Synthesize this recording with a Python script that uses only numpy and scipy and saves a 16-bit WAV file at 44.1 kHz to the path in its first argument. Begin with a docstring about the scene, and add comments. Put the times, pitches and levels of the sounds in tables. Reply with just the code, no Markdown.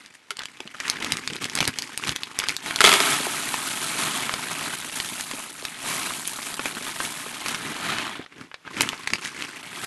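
"""Dry seed and flake mix is poured from a stiff plastic bag into a plastic tub on a carpeted floor, close by.
The first pellets drum on the bare tub; the growing heap muffles it and the stream becomes a fine patter.
The bag crinkles as it is opened and tipped, then is gripped anew and the pouring starts again.
Stream and crinkle are showers of tiny random contacts; clacks, ticks, knocks and thumps are short bursts
of noise and dying tones. A small room and a faint hush of air lie behind them."""
import sys
import numpy as np
from scipy import signal
from scipy.fft import rfft, irfft, next_fast_len
from scipy.io import wavfile
from scipy.ndimage import uniform_filter1d

SR = 44100
rng = np.random.default_rng(int(sys.argv[2]) if len(sys.argv) > 2 else 0)


def to_wav(s):
    """Save 16-bit WAV."""
    ch = np.atleast_2d(s).T  # columns
    pcm = np.round(np.clip(ch, -1, 1) * 32767)  # PCM
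    wavfile.write(sys.argv[1], SR, pcm.astype(np.int16))


N = 434826
AGE = np.arange(SR // 8) / SR   # time since a contact (s)
ATTACK = int(.004 * SR)   # the first 4 ms of a contact, in samples

# the first seeds slide over the lip, softer until they land
POUR_START_S, POUR_RISE_S, LIP_SEEDS_DB = 2.62, 0.036, -6
# the bulk lands on the bare tub at once and is muffled as the heap grows
LANDING_S, LANDING_RISE_S, MUFFLING_S = 2.82, 0.037, 0.47
BARE_PELLETS_DB, BARE_SEEDS_DB, BARE_THUD_DB = 16, 10, 12.5   # most extra level on the bare tub
HEAP_THUD_DB = -9   # dull thudding of the heap, relative to the pellets

# basic levels of the stream, before its surges and extras: (time_s, pellets_db, seeds_and_husks_db)
STREAM_FLOW = [(3.33, -33, -32), (3.849, -32.5, -30.5), (4.02, -29, -29.5), (4.35, -33, -35.5),
               (4.681, -34, -36), (4.82, -39, -36), (5.1, -38, -34.5), (5.55, -42, -39.5),
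               (5.77, -39.5, -41.5), (5.86, -32, -30.5), (6.05, -32, -31.5), (6.25, -41, -35.5),
               (6.74, -39, -40), (7.05, -37, -34.5), (7.38, -38.5, -40), (7.79, -35.5, -41.5),
               (7.89, -27, -37.5), (8.16, -35.5, -50), (8.25, -47, -69)]
# the same when pouring starts again: (time_s, pellets_db, seeds_and_husks_db)
RESUMED_FLOW = [(9.55, -42, -50.5), (9.778, -37.5, -42), (9.85, -31.5, -32)]
# tone colour of the mix landing on itself: (pitch_hz, level_db per Hz)
MIX_COLOUR = [(30, -33), (128, -1), (290, 2.5), (500, -8), (656, -2.5), (1070, -2.5), (1510, -1.5),
              (2640, -2), (4200, -4.5), (4980, -9), (9630, -6), (12000, -7.5), (15600, -4), (22000, -120)]


def pour(flow, start_s):
    """Seeds rain on the tub with a wandering loudness; its bottom rings until the heap covers it, then only the
    walls do."""
    hits_per_s, covering_s = 1300, 0.25   # hits when the pellets are at -35 dB
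    bottom_db, walls_db, trim_db = -7, -24, -1
    t, flow_db = controls(flow, start_s)
    levels = streaming(t, *flow_db)
    per_s = hits_per_s * from_db(.75 * (levels[0] + 35.0))
    patter = grains(per_s, spread_db=2.0, crack_t60=0.0016, ring_db=5.0, ring_t60=0.032, tone_db=-3.0, cycles=23)
    patter = patter * from_db(2.0 * wander(t, per_s=38))
    levels = levels + 1.4 * wander(t, per_s=18)   # the stream never runs quite evenly
    bare = (t > LANDING_S) * np.exp(-np.abs(t - LANDING_S) / covering_s)
    heap = coloured(patter, MIX_COLOUR)
    tub = signal.oaconvolve(patter, tub_ring())[:len(t)]
    without_depth = band(heap, 340, SR, order=1)
    heap = heap + np.sqrt(bare) * (without_depth - heap)   # the deepest thuds need a heap
    tub_level = from_db(bottom_db) * bare + from_db(walls_db)
    landing = heap / rms(heap) + tub_level * tub / rms(tub)
    return from_db(trim_db) * by_size(landing, levels)


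# clumps that break loose from the stream: (peak_s, above_flow_db, dying_s)
SPURTS_OF_MIX = [(3.07, 1.5, 0.089), (3.24, 1.5, 0.029), (4.51, 2.5, 0.022), (4.667, 4, 0.018),
                 (4.73, 5, 0.013), (4.966, 4.5, 0.023), (6.465, 4.5, 0.043), (6.655, 5.5, 0.049),
                 (6.862, 4.5, 0.025), (7.036, 2.5, 0.044), (7.22, 1.5, 0.023), (7.5, 6, 0.051)]


def streaming(t, pellets_db, seeds_db):
    """Levels of pellets, small seeds and thudding: the flow sets in, spurts, and is loudest on the bare tub."""
    onset_db = -10 * np.maximum(1 - (t - POUR_START_S) / POUR_RISE_S, 0)
    spurts_db = 0
    for peak_s, db, dying_s in SPURTS_OF_MIX:
        distance = away(t, peak_s, 0.75 * dying_s, dying_s)   # a clump swells faster than it dies
        spurts_db = spurts_db + db * np.exp(-np.minimum(distance ** 2, 20))
    bare = np.maximum(1 - away(t, LANDING_S + LANDING_RISE_S, LANDING_RISE_S, MUFFLING_S), 0)
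    sliding = t < LANDING_S
    levels = (pellets_db + BARE_PELLETS_DB * bare,
              seeds_db + BARE_SEEDS_DB * bare + LIP_SEEDS_DB * sliding,
              pellets_db + BARE_THUD_DB * bare + HEAP_THUD_DB)
    return [db + onset_db + spurts_db for db in levels]


# hard pellets that clack out of the stream: (start_s, level_db over the first 4 ms, pitch_hz at the centre)
CLACKING_PELLETS = [(2.789, -24, 3210), (2.862, -7, 3680), (4.339, -21.5, 2620), (5.001, -20.5, 2200),
                    (5.209, -25, 4500), (5.313, -26.5, 2610), (5.652, -22.5, 3330), (6.107, -29, 1300),
                    (6.254, -31, 2700), (6.388, -29.5, 1490), (6.542, -28, 4920), (6.594, -23, 1470),
                    (6.657, -21, 2540), (6.769, -30, 1520), (7.003, -21.5, 1240), (7.051, -25.5, 3500),
                    (7.461, -24, 2380), (7.484, -24.5, 5340), (7.546, -23, 2200)]


def pellets(rows):
    """Hard pellets land on the heap and rebound off their neighbours with a short, full clack."""
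    return snaps(rows, body_db=-15, again_cycles=6.0, again_db=-8.5)


def strays(per_s, level_db, low_hz, high_hz):
    """Rows (start_s, level_db, pitch_hz) of lone pellets that land at random while the mix streams."""
    end_s = 7.8   # the bag is raised and the rest slides back inside it
    follows, spread_db = 0.54, 2.5   # share of the flow's swing that they follow; scatter of their strength
    s, flow_db, _ = np.transpose(STREAM_FLOW)
    wait, size, pitch = rng.random((200, 3)).T
    times = s[0] + np.cumsum(-np.log(1 - wait)) / per_s
    mean_db = flow_db.mean()
    db = mean_db + follows * (np.interp(times, s, flow_db) - mean_db)
    db = db + level_db + spread_db * np.minimum(-np.log(1 - size), 3)
    pitch_hz = low_hz * (high_hz / low_hz) ** pitch
    return np.transpose([times, db, pitch_hz])[times < end_s]


# blows on the bare tub: (start_s, level_db over the first 4 ms)
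TUB_BLOWS = [(0.306, -23), (0.315, -33.5), (2.806, -6.5), (2.815, -11), (2.841, -4), (2.849, -5.5),
             (2.872, -11), (2.879, -15), (2.892, -10), (2.917, -12.5), (2.927, -11.5), (2.938, -11),
             (3.003, -13.5)]


def knocks():
    """Hard pieces hit the bare tub: a crack and the ring of the plastic."""
    crack_db = 2.0   # relative to the ring
    out = np.zeros(N)
    for s, db in TUB_BLOWS:
        crack = band(tick(crack_t60=0.015, ring_db=-15.0, ring_t60=0.028), 1200, 3800, order=1)
        ring = tub_ring(scatter_db=3.5, detune=0.018)
        sound = from_db(crack_db) * crack / rms(crack[:ATTACK]) + ring / rms(ring[:ATTACK])
        add(out, s, from_db(db) * sound / rms(sound[:ATTACK]))
    return out


# tones in which the tub rings: (pitch_hz, level_db, t60_s: time to die by 60 dB)
TUB_TONES = [(410, -6, 0.081), (640, -1.5, 0.02), (1020, -1.5, 0.03), (1230, 2.5, 0.02), (1340, 6.5, 0.038),
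             (2100, 5, 0.019), (3390, 5, 0.015), (4500, -2, 0.015)]


def tub_ring(scatter_db=0, detune=0):
    """A blow sets off dying tones in the tub; their strength and pitch can vary at random from blow to blow."""
    ring = np.zeros(len(AGE))
    for k, (hz, db, t60) in enumerate(TUB_TONES):
        level = from_db(db + scatter_db * rng.standard_normal())
        pitch_hz = hz * (1 + detune * rng.standard_normal())
        ring += level * (-1) ** k * fade(t60) * np.sin(2 * np.pi * pitch_hz * AGE)
    return ring


# dull thumps, as a panel of the bag flips or a big pellet lands: (start_s, strength_db, pitch_hz)
DULL_THUMPS = [(0.602, -21.5, 373), (0.653, -31.5, 226), (1.127, -27, 150), (1.318, -23.5, 192),
               (1.61, -21, 150), (1.68, -23, 141), (2.086, -21, 121), (3.002, -14.5, 338),
               (3.202, -17.5, 273), (3.268, -13.5, 405), (3.541, -7.5, 960), (4.294, -6.5, 1210),
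               (4.672, -28, 264), (5.335, -22.5, 281), (6.592, -20, 272), (6.654, -19.5, 289),
               (6.766, -24.5, 236), (8.193, -22, 246), (9.126, -23, 208)]


def thumps(rows):
    """A soft, heavy push swells within one swing and dies in a few more, with a dull puff around its pitch."""
    out = np.zeros(N)
    for s, db, hz in rows:
        puff = band(rng.standard_normal(len(AGE)), hz / 2, hz * 2)
        swing = np.sin(2 * np.pi * hz * AGE) * fade(8 / hz)
        swing = swing + from_db(-6) * puff / rms(puff) * fade(12 / hz)
        swell = 1 - np.exp(-2 * hz * AGE)
        add(out, s, from_db(db) * band(swing * swell, hz / 3, hz * 8))
    return out


# faint rustle of the bag, merely held and turned, before and as it tips: (time_s, level_db)
OPENING_RUSTLE = [(0.0, -50), (0.23, -63), (0.45, -51), (0.7, -51.5), (1.0, -48.5), (1.9, -43), (2.66, -46)]
# the same as the bag is raised and gripped anew: (time_s, level_db)
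RIGHTING_RUSTLE = [(7.45, -41.5), (8.28, -71), (8.62, -86), (8.8, -41), (9.3, -45), (9.58, -42.5)]
# tone colour of the plastic film: (pitch_hz, level_db per Hz)
FILM_COLOUR = [(26, -33), (119, -1), (198, 0), (279, 4.5), (595, -8.5), (970, -0.5), (2220, 2), (4980, -14),
               (8950, -20), (11800, -23.5), (22000, -120)]


def bag(held, creases_per_s, spread_db, wander_db):
    """Tiny creases give way at random, the more of them the harder the film is bent; their loudness wanders."""
    trim_db = -0.53
    t, (held_db,) = controls(held, held[0][0])
    levels = bending(t, held_db)
    per_s = creases_per_s * from_db(.25 * (levels[0] + 37.0))   # creases_per_s holds at a rustle of -37 dB
    crinkle = grains(per_s, spread_db, crack_t60=0.0012, ring_db=-0.5, ring_t60=0.043, tone_db=-3.5, cycles=18.0)
    crinkle = crinkle * from_db(wander_db * wander(t, per_s=73))
    return from_db(trim_db) * by_size(coloured(crinkle, FILM_COLOUR), levels)


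# the hand bends the bag: (peak_s, rustle_db, dying_s: time to fall by 10 dB,
# crackle_db and flapping_db, both relative to the rustle)
BAG_BENDS = [(0.145, -52.5, 0.023, 1, -18), (0.405, -37, 0.032, -21, -20), (0.872, -32, 0.1, -9.5, -16),
             (1.055, -35.5, 0.13, -7.5, -2.5), (1.14, -38.5, 0.14, -4.5, -5),
             (1.33, -39.5, 0.072, -4, -0.5), (1.438, -31.5, 0.029, -2.5, -2.5),
             (1.602, -32, 0.089, -3.5, -4.5), (1.677, -28.5, 0.019, -9, -4.5), (1.82, -46.5, 0.08, 3.5, -1),
             (2.078, -32, 0.061, -2.5, -5), (2.425, -32, 0.053, -10.5, -16),
             (2.507, -34.5, 0.046, -3.5, -9), (7.67, -40, 0.12, -9, 0.5), (8.325, -46, 0.017, -15, -8),
             (8.408, -44, 0.054, -9.5, 1.5), (8.671, -39.5, 0.023, -27.5, -7.5),
             (8.816, -30, 0.086, -8, -3), (9.145, -43.5, 0.051, -2, 1), (9.254, -34.5, 0.045, -1.5, -10),
             (9.413, -37, 0.083, -4.5, -6)]


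def bending(t, held_db):
    """Levels of rustle, fine crackle and flapping: each bend swells and dies on top of the held bag's rustle."""
    held_crackle_db, held_flap_db = -5, -8   # relative to the held bag's rustle
    rounding = 1.4   # 1 = a pointed swell, 2 = a bell
    power = from_db([[0], [held_crackle_db], [held_flap_db]]) ** 2 * from_db(held_db) ** 2
    for peak_s, db, dying_s, crackle_db, flap_db in BAG_BENDS:
        distance = away(t, peak_s, 0.92 * dying_s, dying_s)
        bend = from_db(db - 10 * np.minimum(distance ** rounding, 10))
        power = power + from_db([[0], [crackle_db], [flap_db]]) ** 2 * bend ** 2
    return 10 * np.log10(power)


# single sharp ticks of buckling creases: (start_s, level_db over the first 4 ms, pitch_hz at the centre)
CREASE_TICKS = [(0.061, -40, 4130), (0.3695, -32.5, 4370), (0.392, -27, 3800), (0.419, -33, 2500),
                (0.435, -32, 3000), (0.456, -28.5, 3340), (0.604, -29.5, 2900), (0.676, -33.5, 2880),
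                (0.746, -33.5, 1690), (0.802, -25, 2620), (0.881, -25, 4650), (0.899, -14.5, 5800),
                (0.97, -32, 2100), (1.025, -24, 2090), (1.046, -23, 2630), (1.121, -15, 3960),
                (1.17, -25, 3600), (1.276, -21, 3630), (1.306, -30.5, 2500), (1.334, -28.5, 3280),
                (1.365, -30, 3900), (1.443, -22.5, 3750), (1.498, -28.5, 3750), (1.553, -19.5, 5070),
                (1.575, -23, 2500), (1.588, -19.5, 3100), (1.605, -14.5, 2430), (1.627, -20.5, 2290),
                (1.653, -22.5, 3500), (1.677, -16.5, 4840), (1.787, -20.5, 4260), (1.792, -30, 3600),
                (1.822, -25, 5000), (1.976, -21.5, 6150), (2.038, -24, 2670), (2.073, -24.5, 3800),
                (2.093, -18.5, 3330), (2.1615, -22, 3160), (2.234, -22.5, 3340), (2.389, -16, 5200),
                (2.4, -21, 3020), (2.439, -24.5, 1900), (2.486, -17.5, 4500), (2.493, -19.5, 2550),
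                (2.566, -22, 4500), (2.661, -27.5, 2530), (2.709, -21.5, 2160), (2.76, -18, 3780),
                (6.276, -20.5, 11000), (7.985, -23, 2040), (8.262, -38.5, 2010), (8.515, -37.5, 1590),
                (8.5425, -31, 1956), (8.677, -33, 1660), (8.808, -11.5, 2370), (8.819, -18, 7060),
                (8.89, -20, 3130), (8.931, -26.5, 1310), (9.074, -18.5, 2230), (9.103, -27, 1880),
                (9.135, -14.5, 2400), (9.156, -27, 2680), (9.25, -26.5, 3330), (9.423, -24.5, 2960)]


def snaps(rows, body_db=-19, again_cycles=4.0, again_db=-13):
    """A crease or pellet cracks, then catches twice more; low cracks last longer, faint ones are duller."""
    soft_db = -35.5   # a tick this faint reaches an octave above its centre
    width, tone_db = 1.53, -2   # core reaches this factor below and above its centre; tone relative to noise
    out = np.zeros(N)
    for s, db, hz in rows:
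        crack = tick(crack_t60=16 / hz, ring_db=-8, ring_t60=60 / hz)
        crack[0] += 1   # the sudden jump of the surface
        crack = band(crack, hz / 20, hz * (1 + from_db(db - soft_db)))
        core = band(crack, hz / width, hz * width, order=1)
        sound = core + from_db(body_db) * band(crack, hz / 8, 1.5 * hz)
        tone = np.sin(2 * np.pi * hz * AGE) * fade(8 / hz)
        sound = sound / rms(sound) + from_db(tone_db) * tone / rms(tone)
        sound = repeated(sound, again_cycles / hz, again_db)
        add(out, s, from_db(db) * sound / rms(sound[:ATTACK]))
    return out


def room(x):
    """A small carpeted room returns a short, dull tail."""
    t60_s, low_hz, high_hz = 0.092, 270, 11200
    t = np.arange(SR // 2) / SR
    noise = rng.standard_normal(len(t)) * from_db(-60 * t / t60_s) * (t > .004)   # starts 4 ms late
    tail = band(noise, low_hz, high_hz, order=1)
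    return signal.oaconvolve(x, tail / np.linalg.norm(tail))[:N]


# tone colour of the quiet air: (pitch_hz, level_db per Hz)
AIR_COLOUR = [(30, -26), (120, -5), (500, -5), (2500, -4), (12000, -21)]


def quiet_air():
    """Steady noise, coloured as a faint hush, at an average level of 1."""
    air = coloured(rng.standard_normal(N), AIR_COLOUR)
    return air / rms(air)


def tick(crack_t60, ring_db, ring_t60):
    """One small contact: a crack, then a brief ring of many close tones, both made from dying noise."""
    return rng.standard_normal(len(AGE)) * (fade(crack_t60) + from_db(ring_db) * fade(ring_t60))


def repeated(sound, gap_s, loss_db):
    """A contact followed by two weaker ones after uneven gaps, which give it a colour of its own."""
    lags = (np.cumsum(gap_s * (.5 + rng.random(2))) * SR).astype(int)
    out = sound
    for k, lag in enumerate(lags, 1):
        out = out + from_db(k * loss_db) * np.pad(sound, (lag, 0))[:len(sound)]
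    return out


def grains(per_s, spread_db, crack_t60, ring_db, ring_t60, tone_db, cycles, count=160):
    """Random contacts, many faint and few strong, dealt to pieces that each ring briefly at their own pitch."""
    n, short = len(per_s), SR // 50   # each contact lasts 20 ms
    sizes = from_db(spread_db * np.minimum(rng.exponential(1, n), 4.5)) * rng.choice([-1, 1], n)
    born, dealt = rng.random(n) < per_s / SR, rng.integers(0, count, n)
    pieces = []
    for hz in np.linspace(np.sqrt(900), np.sqrt(11000), count) ** 2:
        crack = tick(crack_t60, ring_db, ring_t60)[:short]
        tone = (np.sin(2 * np.pi * hz * AGE) * fade(cycles / hz))[:short]
        pieces.append(crack / rms(crack) + from_db(tone_db) * tone / rms(tone))
    out = np.zeros(n + short)
    for at in np.flatnonzero(born):
        out[at:at + short] += sizes[at] * pieces[dealt[at]]
    return out[:n]


def by_size(patter, levels, low_hz=560, high_hz=4600):
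    """Middling, fine and heavy contacts each follow their own level; their ranges overlap and add up to one."""
    size = next_fast_len(len(patter))
    hz, spectrum = np.fft.rfftfreq(size, 1 / SR), rfft(patter, size)
    heavy = 1 / (1 + (hz / low_hz) ** 6)
    fine = 1 - 1 / (1 + (hz / high_hz) ** 4)
    parts = [irfft(spectrum * share, size)[:len(patter)] for share in (1 - heavy - fine, fine, heavy)]
    return sum(evened(part) * from_db(db) for part, db in zip(parts, levels))


def evened(x, size=2200):
    """Holds the level at 1 over some 50 ms and keeps the grain within."""
    return x / np.sqrt(np.abs(uniform_filter1d(x ** 2, size)) + 1e-14)


def wander(t, per_s):
    """A random wander of spread about 1 with per_s turns a second."""
    knots = rng.standard_normal(4000)
    return np.interp((t - t[0]) * per_s, np.arange(len(knots)), knots)


def away(t, peak_s, rise_s, fall_s):
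    """Distance from a peak, counted in rise times before it and in fall times after it."""
    return np.maximum((peak_s - t) / rise_s, (t - peak_s) / fall_s)


def controls(curve, start_s):
    """Sample times from start_s to the end of a curve, and its level columns."""
    s, *columns = np.transpose(curve)
    t = np.arange(start_s * SR, s[-1] * SR) / SR
    return t, [np.interp(t, s, c) for c in columns]


def coloured(x, spectrum, size=2048):
    """Minimum-phase filter with the given spectrum: nothing sounds ahead of a click."""
    hz, level_db = np.transpose(spectrum)
    grid = np.maximum(np.fft.rfftfreq(size, 1 / SR), 1)
    grid_db = np.interp(np.log(grid), np.log(hz), level_db)
    cepstrum = irfft(np.log(from_db(grid_db)))
    cepstrum[1:size // 2] *= 2
    cepstrum[size // 2 + 1:] = 0
    return signal.oaconvolve(x, irfft(np.exp(rfft(cepstrum))))[:len(x)]


def band(x, low_hz, high_hz, order=2):
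    """Keeps the pitches between two limits."""
    limits = [low_hz, min(high_hz, SR / 2.2)]
    return signal.sosfilt(signal.butter(order, limits, "band", fs=SR, output="sos"), x)


def fade(t60):
    """Dying away by 60 dB in t60 seconds."""
    return from_db(-60 * AGE / t60)


def from_db(db):
    """Decibels to a plain factor."""
    return 10 ** (np.asarray(db) / 20)


def rms(x):
    """Average strength of a sound."""
    return np.sqrt(np.mean(x ** 2) + 1e-20)


def add(out, s, sound):
    """Mixes a sound in at time s."""
    at = max(round(s * SR), 0)
    out[at:at + len(sound)] += sound[:max(N - at, 0)]


def scene():
    """The stream, the tub and the bag in a small, quiet room."""
    room_db, air_db = -14.5, -59.5
    near = pellets(CLACKING_PELLETS) + knocks() + thumps(DULL_THUMPS) + snaps(CREASE_TICKS)
    for flow, start_s in ((STREAM_FLOW, POUR_START_S), (RESUMED_FLOW, RESUMED_FLOW[0][0])):
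        add(near, start_s, pour(flow, start_s))
    # lone pellets that stand out of the stream, as ticks and as thumps
    near = near + pellets(strays(per_s=26, level_db=-1.5, low_hz=1040, high_hz=4660))
    near = near + thumps(strays(per_s=10, level_db=2.5, low_hz=185, high_hz=450))
    add(near, OPENING_RUSTLE[0][0], bag(OPENING_RUSTLE, creases_per_s=620, spread_db=3.5, wander_db=2.5))
    # in the tilted bag the mix slides along the film, which makes the rustle denser
    add(near, RIGHTING_RUSTLE[0][0], bag(RIGHTING_RUSTLE, creases_per_s=1400, spread_db=4.0, wander_db=2.0))
    return (near + from_db(room_db) * room(near) + from_db(air_db) * quiet_air())[None]


def record(dry):
    """The strongest peaks are rounded off; the top is cut."""
    cutoff_hz = 11900
    rounded = dry / (1 + (dry / .85) ** 6) ** (1 / 6)
    return signal.sosfilt(signal.ellip(14, .1, 100, cutoff_hz, fs=SR, output="sos"), rounded)


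dry = scene()
out = record(dry)
to_wav(out)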